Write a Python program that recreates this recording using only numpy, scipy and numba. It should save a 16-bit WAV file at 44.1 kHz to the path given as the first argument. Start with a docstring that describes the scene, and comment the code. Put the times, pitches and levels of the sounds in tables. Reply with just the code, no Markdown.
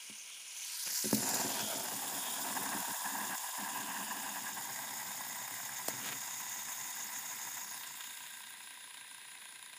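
"""A whirring fidget spinner is carried in on a pencil, set on a desk, tilted upright, steadied and let go.
Throughout, its dry ball bearing hisses into the air and off the desk top, and rings the spinner's body.
From touchdown it also rumbles down the pencil into the desk; thuds, ticks and finger rubs mark the handling.
The foot snaps flat on release; as the rotor slows, the loose bearing rattles once a turn.
Near the end the microphone draws back. Sources are random collisions through filters and resonances."""
import sys
import numpy as np
from scipy import signal
from scipy.fft import rfft, irfft, next_fast_len
from scipy.io import wavfile
from scipy.ndimage import uniform_filter1d, map_coordinates
from numba import njit

SR = 44100
rng = np.random.default_rng(int(sys.argv[2]) if len(sys.argv) > 2 else 0)


def bounce(signal):
    """Save signal as a 16-bit WAV file at the path given by the first command-line argument."""
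    frames = np.transpose(np.atleast_2d(signal))
    limited = np.clip(frames, -1, 1)
    pcm = np.round(limited * 32767).astype(np.int16)
    wavfile.write(sys.argv[1], SR, pcm)


N = 431298
T = np.arange(N) / SR

# Coasting spinner. Each row: time in seconds, turns per second in Hz, relative once-a-turn rattle.
SPIN = [(0, 40.9, 0.46), (2, 37.63, 0.67), (4.5, 34.22, 0.26), (5.2, 33.21, 1), (7.4, 31.02, 0.58),
        (7.9, 30.39, 1.75), (9.78, 28.81, 3.3)]
# Microphone distance. Each row: time in seconds, distance in metres.
DISTANCE_M = [(0, 0.42), (.38, 0.49), (.65, 0.21), (.98, 0.094), (1.35, 0.12), (1.88, 0.15), (2.27, 0.13),
              (3.1, 0.15), (3.8, 0.19), (7.55, 0.21), (8.05, 0.27), (8.8, 0.41), (9.78, 0.45)]
# Hiss colour by place. Each row: frequency in Hz, relative level in dB.
ASIDE = [(1500, -12), (1900, -16), (2210, -1), (2920, -4.5), (3780, -11.5), (4700, -8), (5560, -4.5),
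         (6940, -4.5), (7640, -11.5), (9450, -5), (10300, -10), (11300, -14), (12900, -23), (15000, -17)]
PASSING = [(880, -33), (1500, -5), (2620, -5), (3270, -7), (4840, 4.5), (5710, 4.5), (7010, 4.5),
           (8520, -2), (10400, 2.5), (12100, -6), (14300, 4.5), (15400, -19)]
IN_HAND = [(2100, -22), (2280, -8), (2790, -13.5), (3520, -2), (4230, -10.5), (5090, -2), (6220, -8.5),
           (7050, -2), (8680, -4), (9920, 0), (11600, -8.5), (14200, -1), (15400, -2.5)]
STANDING = [(1400, -4), (2210, -1.5), (2770, -5.5), (3110, -9.5), (3670, -1.5), (4200, -11.5), (5000, -1.5),
            (5650, -3.5), (6030, -28), (6400, -21), (6820, 0.5), (9520, -7), (10500, -1), (11400, -20),
            (14200, 3.5), (15400, -6)]
DISTANT = [(1350, -13), (1850, 1.5), (2250, -1), (2670, -2), (2920, -11), (3700, -2), (4540, -14),
           (4950, -7), (6400, -23), (8330, -12.5), (10100, 2), (11500, -22), (14300, -14.5)]
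# Each place gives way to the next. Each row: start in seconds, end in seconds.
PLACE_MOVES = [(.47, 0.93), (1.4, 2.03), (3.0, 5.95), (7.55, 8.96)]
# Hiss bands that flicker independently: edges in Hz.
HISS_EDGES_HZ = [20, 2800, 4500, 8200, 11500, 20000]
# Song of the steel races. Each row: time in seconds, level against the hiss in dB.
RACE_LEVEL_DB = [(.8, -31), (1.35, -10.5), (5.5, -5.5), (6.5, -1.5), (7.6, -3), (8.6, -12.5)]
# Race resonances. Each row: frequency in Hz, relative width, then relative level in dB
# in hand, standing and from afar.
RACE_MODES = [(3640, 110, -7, -11, -1), (6650, 490, 7, 4.5, -1), (7110, 480, 9, -1, 2)]
# The hand cups the bearing. Each row: time in seconds, length in seconds, centre in Hz,
# level against the hiss in dB.
CUPPINGS = [(.21, .13, 6250, -6), (.34, 0.15, 3320, -5.5), (0.612, 0.26, 6070, -7),
            (1.333, 0.32, 7200, -3.5), (1.633, 0.37, 3320, -7.5), (2.29, 0.23, 3410, -9.5),
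            (4.012, 1.2, 2830, -12)]
# Desk-top reflection of the hiss. Each row: time in seconds, lag in ms, share of the direct sound.
MIRROR = [(.3, 0.3, 0.13), (.62, 0.29, 0.29), (.97, 0.14, 0.19), (1.15, 0.083, 0.22), (1.4, 0.13, 0.024),
          (7.5, 0.1, 0.027), (7.7, 0.19, 0.3), (8.0, 0.27, 0.22)]
# Each grip gives way to the next, the last back to afar. Each row: start in seconds, end in seconds.
GRIPS = [(1.1, 1.2), (2.0, 3.07), (4.3, 4.7), (5.9, 6.3), (7.55, 8.1)]
# Spinner and pencil resonances. Each row: frequency in Hz, relative width, then relative level in dB
# from afar (also before touchdown), tilted, pressed upright, touched lightly and standing free.
BODY_MODES = [(772.5, 52, -10, -3.5, -8, -14, -8.5), (837, 168, -16, -7, -0.5, -2, -3),
              (990, 72, -0.5, -8.5, -1.5, -4.5, 0), (1013, 98, -13, -13, -1.5, -12, -15),
              (1585, 55, -0.5, -11, -17, -10.5, -10), (1670, 192, -5, -7.5, 0, -5.5, -4),
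              (1930, 186, -2, -15, -11, -3.5, -0.5), (2714, 180, -3, -10.5, -10, -30, -10)]
# Desk resonances. Each row: frequency in Hz, relative width, then relative level in dB
# with the foot skidding, under the hand's weight and unloaded.
DESK_MODES = [(132, 26.4, -6, -9, 1), (208.3, 27, -2.5, 3, 0.5), (267, 36.4, 2, 3.5, 1),
              (376.6, 27, -2, -6.5, -5.5), (512, 160, -1.5, -8.5, -5.5)]
# Hand pressing the pencil on the desk. Each row: time in seconds, gain in dB.
PRESS_DB = [(1.25, 14), (2.4, 7), (2.5, 13), (3.2, 11.5), (4.05, 12), (4.55, 7), (6.2, 2)]
# The foot eases off the desk. Each row: start in seconds, end in seconds, contact loss in dB.
LIFTS = [(2.223, 2.27, 7), (2.33, 2.362, 7), (2.824, 2.875, 18), (2.925, 3.048, 22), (3.354, 3.575, 24)]
# Struck desk. Each row: frequency in Hz, relative level in dB, t60 in seconds.
DESK_RING = [(134, -7, 0.19), (215, 0, 0.16), (268, -0.5, 0.1), (362, -3, 0.093), (513, -3.5, 0.052),
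             (850, 4, 0.028), (1650, 13, 0.026)]
# Bumps of hand and foot. Each row: time in seconds, peak in dB, contact in ms, best-rung Hz at that spot.
BUMPS = [(0.098, -43, 0.3, 216), (1.043, -31.5, 1.1, 380), (1.056, -29, 1.5, 350),
         (1.1294, -15.5, 0.51, 246), (1.229, -31.5, 0.8, 400), (1.337, -31, 0.54, 880),
         (1.398, -30, 1, 880), (1.447, -30, 1.2, 400), (1.627, -35, 2.4, 240), (2.749, -33, 0.56, 280)]
# Dead knock of the snapping foot. Each row: frequency in Hz, relative level in dB, t60 in seconds.
SNAP_RING = [(303, 1, 0.035), (493, 11, 0.011), (654, 12, 0.012)]
# Ticks of the balls in their cage. Each row: time in seconds, peak in dB.
TICKS = [(1.146, -17.5), (1.2891, -21), (1.3418, -18), (1.4014, -24), (5.882, -18.5), (6.4898, -32),
         (6.903, -31)]
# Tick colour. Each row: frequency in Hz, relative level in dB.
STEEL = [(4500, -3.5), (7300, -2), (8700, -2), (12000, -15), (14500, 0.5)]
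# Extra hard landings of the slowing rotor. Each row: time in seconds, peak in dB.
CLACKS = [(7.8332, -35.5), (8.0073, -32.5), (8.0406, -38.5), (8.174, -39), (8.2637, -35.5), (8.4383, -42),
          (8.7065, -44), (8.942, -43), (8.971, -36.5), (9.416, -42), (9.7357, -40)]
# Clack colour. Each row: frequency in Hz, relative level in dB.
PLASTIC = [(1100, -4.5), (3800, -1), (5500, -17)]
# Fingers sliding on the pencil. Each row: time in seconds, length in seconds, level in dB.
RUBS = [(0.869, 0.016, -44), (0.911, 0.081, -47.5), (6.07, 0.13, -44), (6.128, 0.017, -46)]
# Skin friction colour. Each row: frequency in Hz, relative level in dB.
SKIN = [(170, -1), (400, -2), (900, 0.5), (3000, 4), (4500, -5), (15000, -8)]
# Quiet room colour. Each row: frequency in Hz, relative level in dB.
ROOM = [(40, -14), (110, -12.5), (220, -6), (1000, -3), (15000, -7)]

# bearing layers at 1 m and starting speed, before contact gains
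HISS_DB, RING_DB, RUMBLE_DB = -56.5, -64, -78.5
SPEED_POWER = 1.0
KNOCK_S = 9.147  # one moment at which the rotor falls across its play
TOUCH_S, SEAT_S = 1.099, 0.18  # foot first meets the desk; time to seat
LIFT_RAMP_S = 0.016
SNAP_S, SNAP_DB = 5.8845, -21  # foot snaps flat as the fingers leave
ROCK_S, ROCK_DB = 0.282, 9  # free pencil then rocks: duration, extra rumble
# the desk is the ring's sounding board: share of pressure dB, share of lift dB, offset in mid-air
RING_PRESS_SHARE, RING_LIFT_SHARE, RING_AIRBORNE_DB = 0.59, 0.16, -12.5
# leaning pencil rolls on its foot's edge: ring offset, rms wander and widening of modes as shares
TILT_DB, TILT_BEND, TILT_WIDEN = -4, .06, .7
RUMBLE_AFAR_DB, RING_AFAR_DB = -5, -0.95  # extra loss after the microphone draws back
SPOT_DB_PER_OCTAVE = 8.5  # loss of desk modes away from the spot's pitch
TOP_HZ = 15400


def undb(db):
    """Decibels to gain."""
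    return 10 ** (np.asarray(db) / 20)


def unit(x):
    """Scale to rms 1."""
    return x / np.sqrt(np.mean(x ** 2))


def even(x):
    """Hold the power near 1 over a few turns, keeping faster flutter."""
    power = np.abs(uniform_filter1d(x ** 2, SR // 6))
    return x / np.sqrt(power + 1e-12)


def curve(rows, axis=1):
    """One table column, joined by straight lines in time."""
    rows = np.array(rows)
    return np.interp(T, rows[:, 0], rows[:, axis])


def ramp(start_s, length_s):
    """Rise from 0 to 1."""
    return np.clip((T - start_s) / length_s, 0, 1)


def spell(start_s, end_s, edge_s):
    """1 between two moments, with sloping edges."""
    return ramp(start_s - edge_s / 2, edge_s) - ramp(end_s - edge_s / 2, edge_s)


def swell(centre_s, length_s):
    """Bell-shaped rise and fall, peak 1."""
    return np.exp(-(2 * (T - centre_s) / length_s) ** 2)


def blend(states, moves):
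    """Pass from each state to the next during its (start s, end s)."""
    out = states[0]
    for (start_s, end_s), state in zip(moves, states[1:]):
        share = ramp(start_s, end_s - start_s)
        out = (1 - share) * out + share * state
    return out


def walk(rate_hz):
    """Random levels held 1 / rate_hz s, slewed twice, rms 1."""
    hold = int(SR / rate_hz)
    steps = np.repeat(rng.standard_normal(N // hold + 1), hold)
    slewed = uniform_filter1d(uniform_filter1d(steps, hold), hold)
    return unit(slewed[:N])


def colour(x, points):
    """Filter by a (Hz, dB) spectrum, falling 12 dB per octave more below its first point; rms 1."""
    hz, db = np.transpose(points)
    size = next_fast_len(N)
    f = np.maximum(np.arange(size // 2 + 1) * SR / size, 1)
    gain = undb(np.interp(np.log(f), np.log(hz), db))
    gain = gain * np.minimum(f / hz[0], 1) ** 2
    return unit(irfft(rfft(x, size) * gain, size)[:N])


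def add(out, start_s, sound):
    """Mix a short sound in at start_s."""
    i = int(start_s * SR)
    out[i:i + len(sound)] += sound[:N - i]


@njit
def bandpass(x, hz, width_hz):
    """State-variable resonance whose centre and width may move every sample."""
    y, band, low = np.empty(len(x)), 0., 0.
    for i in range(len(x)):
        g, k = np.tan(np.pi * hz[i] / SR), width_hz[i] / hz[i]
        v = (band + g * (x[i] + 1e-18 - low)) / (1 + g * (g + k))
        band, low, y[i] = 2 * v - band, low + 2 * g * v, k * v
    return y


def impacts(load, per_s, spread_db):
    """Dense tiny collisions of random sign and size, scaled by the load."""
    hits = (rng.random(N) < per_s / SR) * rng.choice([-1, 1], N)
    size_db = spread_db * np.minimum(rng.exponential(size=N), 5)
    return even(hits * undb(size_db) * load)


def resonate(load, modes, moves, per_s, spread_db, blows=0, unsteady=0):
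    """Modes rung by their own collisions and shared blows; an unsteady grip bends and widens them."""
    out = 0
    widen = np.ones(N) + TILT_WIDEN * unsteady
    bend = 1 + TILT_BEND * unsteady * walk(6)
    for hz, width, *db in modes:
        centre_hz = hz * bend
        width_hz = 1.79 * width * widen
        drive = impacts(load, per_s, spread_db) + blows
        # two passes leave dark valleys between modes
        voice = bandpass(bandpass(drive, centre_hz, width_hz), centre_hz, width_hz)
        gain = blend(undb(db + db[:1]), moves)  # first state may return last
        out = out + gain * unit(voice / np.sqrt(width_hz))
    return even(out)


def struck(modes, contact_ms):
    """Decaying modes pushed by a rounded blow; peak 1."""
    t = T[:SR // 4]
    ring = sum(undb(db - 60 * t / t60_s) * np.cos(2 * np.pi * hz * t) for hz, db, t60_s in modes)
    push = np.sin(np.pi * np.minimum(1000 * t / contact_ms, 1))
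    y = signal.fftconvolve(ring, push)[:len(t)]
    return y / np.abs(y).max()


def room_floor():
    """Quiet room: steady coloured noise."""
    return undb(-62.5) * colour(rng.standard_normal(N), ROOM)


def small_room(x, t60_s=0.051, wet_db=-14):
    """Short diffuse tail from the walls and the clutter on the desk."""
    t = T[:SR // 3]
    tail = rng.standard_normal(len(t)) * undb(-60 * t / t60_s) * (t > .002)
    return x + undb(wet_db) * signal.fftconvolve(x, tail / np.linalg.norm(tail))[:N]


def sliding_fingers():
    """Skin friction: coloured random impacts swelling with each rub."""
    skin = colour(impacts(1, per_s=900, spread_db=3.0), SKIN)
    return skin * sum(undb(db) * swell(s, length_s) for s, length_s, db in RUBS)


def desk_bumps():
    """Dull thuds ring the desk, each spot favouring modes near its own pitch."""
    out = np.zeros(N)
    for s, db, contact_ms, spot_hz in BUMPS:
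        modes = []
        for hz, mode_db, t60_s in DESK_RING:
            loss_db = SPOT_DB_PER_OCTAVE * abs(np.log2(hz / spot_hz))
            modes.append((hz, mode_db - loss_db, t60_s))
        add(out, s, undb(db) * struck(modes, contact_ms))
    return out


def foot_snap(crack_db=-23, crack_decay_s=.0007):
    """The foot snaps flat: a dead modal knock with a bright crack of differenced noise on top."""
    out, t = np.zeros(N), T[:SR // 50]
    add(out, SNAP_S, undb(SNAP_DB) * struck(SNAP_RING, contact_ms=0.21))
    crack = np.diff(rng.standard_normal(len(t) + 1)) * np.exp(-t / crack_decay_s)
    add(out, SNAP_S, undb(crack_db) * crack)
    return out


def bursts(events, material, decay_s):
    """Short decaying grains of coloured noise, each scaled to its peak."""
    out, t = np.zeros(N), T[:SR // 50]
    grain = colour(rng.standard_normal(N), material)
    for s, db in events:
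        burst = grain[int(s * SR):][:len(t)] * np.exp(-t / decay_s)
        add(out, s, undb(db) * burst / np.abs(burst).max())
    return out


def handling():
    """Bumps, the snap, steel cage ticks, plastic rotor clacks and sliding fingers."""
    ticks = bursts(TICKS, STEEL, decay_s=0.0067)
    clacks = bursts(CLACKS, PLASTIC, decay_s=0.0051)
    return desk_bumps() + foot_snap() + ticks + clacks + sliding_fingers()


def lifted_db():
    """Contact lost whenever the foot eases off the desk."""
    return sum(db * spell(start_s, end_s, LIFT_RAMP_S) for start_s, end_s, db in LIFTS)


def desk_rumble(knock):
    """From touchdown the pencil feeds bearing roughness into the desk, more when pressed harder."""
    load = (1 + 1.0 * knock) * undb(3.1 * walk(25))
    rumble = resonate(load, DESK_MODES, GRIPS[1:3], per_s=970, spread_db=3.5)
    rocking_db = ROCK_DB * spell(SNAP_S, SNAP_S + ROCK_S, LIFT_RAMP_S)
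    afar_db = blend([0, RUMBLE_AFAR_DB], GRIPS[4:])
    level_db = RUMBLE_DB + curve(PRESS_DB) - lifted_db() + rocking_db + afar_db
    return rumble * ramp(TOUCH_S, LIFT_RAMP_S) * undb(level_db)


def tilted():
    """1 while the pencil leans in the hand on the desk, 0 once upright."""
    return blend([0, 1, 0], GRIPS[:2])


def ring_db():
    """The ring swells at touchdown, follows the pressure and weakens with tilt, lift and withdrawal."""
    seated = ramp(TOUCH_S, SEAT_S)
    airborne_db = RING_AIRBORNE_DB * (1 - seated)
    pressed_db = RING_PRESS_SHARE * curve(PRESS_DB) * seated - RING_LIFT_SHARE * lifted_db()
    afar_db = blend([0, RING_AFAR_DB], GRIPS[4:])
    return RING_DB + airborne_db + pressed_db + TILT_DB * tilted() + afar_db


def body_ring(knock, chatter, blow_db=25):
    """Collisions ring the plastic rotor and pencil in clumps; each contact adds one clean blow."""
    clumps = undb(2.5 * walk(55) / (1 + knock))
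    load = (1 + 0.59 * knock) * undb(0.81 * chatter) * clumps
    crest = (knock > np.roll(knock, 1)) & (knock >= np.roll(knock, -1))
    blows = undb(blow_db) * knock * crest
    ring = resonate(load, BODY_MODES, GRIPS, per_s=3000, spread_db=2.0, blows=blows, unsteady=tilted())
    return ring * undb(ring_db())


def cupped_hand(width_hz=260):
    """Hollow resonances in the hiss: narrow noise on a carrier, swelling as the hand changes shape."""
    lowpass = signal.butter(2, width_hz, fs=SR, output="sos")
    grain = unit(signal.sosfilt(lowpass, rng.standard_normal((2, N))))
    out = 0
    for s, length_s, hz, db in CUPPINGS:
        phase = 2 * np.pi * hz * T
        hollow = grain[0] * np.cos(phase) + grain[1] * np.sin(phase)
        out = out + undb(db) * swell(s, length_s) * hollow
    return out


def singing_races(knock, chatter):
    """Steel races rung by dense collisions, loudest while near and upright."""
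    load = (1 + 0.58 * knock) * undb(0.91 * chatter + 2.0 * walk(30))
    races = resonate(load, RACE_MODES, PLACE_MOVES[2:], per_s=5000, spread_db=2.0)
    return undb(curve(RACE_LEVEL_DB)) * races


def air_hiss(knock, chatter):
    """Bearing heard directly: flickering bands of collisions, coloured by place, plus races and cupping."""
    drive = 0
    for low_hz, high_hz in zip(HISS_EDGES_HZ, HISS_EDGES_HZ[1:]):
        flicker_db = 1.98 * walk(300) + .8 * walk(14)
        load = (1 + 0.52 * knock) * undb(.5 * chatter + flicker_db)
        band = signal.butter(4, [low_hz, high_hz], "band", fs=SR, output="sos")
        drive = drive + signal.sosfilt(band, impacts(load, per_s=16000, spread_db=2.0))
    places = [colour(drive, place) for place in (ASIDE, PASSING, IN_HAND, STANDING, DISTANT)]
    air = blend(places, PLACE_MOVES)
    return (air + singing_races(knock, chatter) + cupped_hand()) * undb(HISS_DB)


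def desk_mirror(x):
    """Add the desk-top reflection, whose changing lag moves broad peaks and notches."""
    share = curve(MIRROR, axis=2)
    late = map_coordinates(x, [(T - curve(MIRROR) / 1000) * SR], mode="mirror")
    return (x + share * late) / np.sqrt(1 + share ** 2)


def rattle(width_turns, scatter_db, jitter_turns, graze_turns=.13, graze_share=0.062):
    """Ball load: once a turn the unbalanced rotor crosses the bearing's play, grazing, then landing."""
    turns = np.cumsum(curve(SPIN)) / SR
    turns += (.5 - np.interp(KNOCK_S, T, turns)) % 1  # landings at half turns
    chance = rng.standard_normal((500, 2))[turns.astype(int)]  # one draw per turn
    offset = turns % 1 - .5 - jitter_turns * chance[:, 0]
    landing = np.exp(-np.abs(offset) / width_turns)
    graze = graze_share * np.exp(-np.abs(offset + graze_turns) / width_turns)
    return curve(SPIN, axis=2) * undb(scatter_db * chance[:, 1]) * (landing + graze)


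def carry():
    """Bearing layers fade with speed and fall with distance."""
    speed_hz = curve(SPIN)
    return (speed_hz / speed_hz[0]) ** SPEED_POWER / curve(DISTANCE_M)


def scene():
    """One bearing drives the air, the spinner's body and the desk."""
    knock = rattle(width_turns=0.031, scatter_db=1.4, jitter_turns=0.014)
    chatter = walk(260)  # balls bunch and part in their cage
    rumble = desk_rumble(knock)
    ring = body_ring(knock, chatter)
    hiss = desk_mirror(air_hiss(knock, chatter))
    spinner = carry() * (hiss + ring + rumble)
    return (small_room(spinner + handling()) + room_floor())[None]


def record(dry, low_cut_hz=93):
    """The phone thins the bass and cuts the top."""
    high_pass = signal.butter(8, low_cut_hz, "high", fs=SR, output="sos")
    low_pass = signal.ellip(12, .2, 80, TOP_HZ, fs=SR, output="sos")
    return signal.sosfilt(low_pass, signal.sosfilt(high_pass, dry))


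dry = scene()
out = record(dry)
bounce(out)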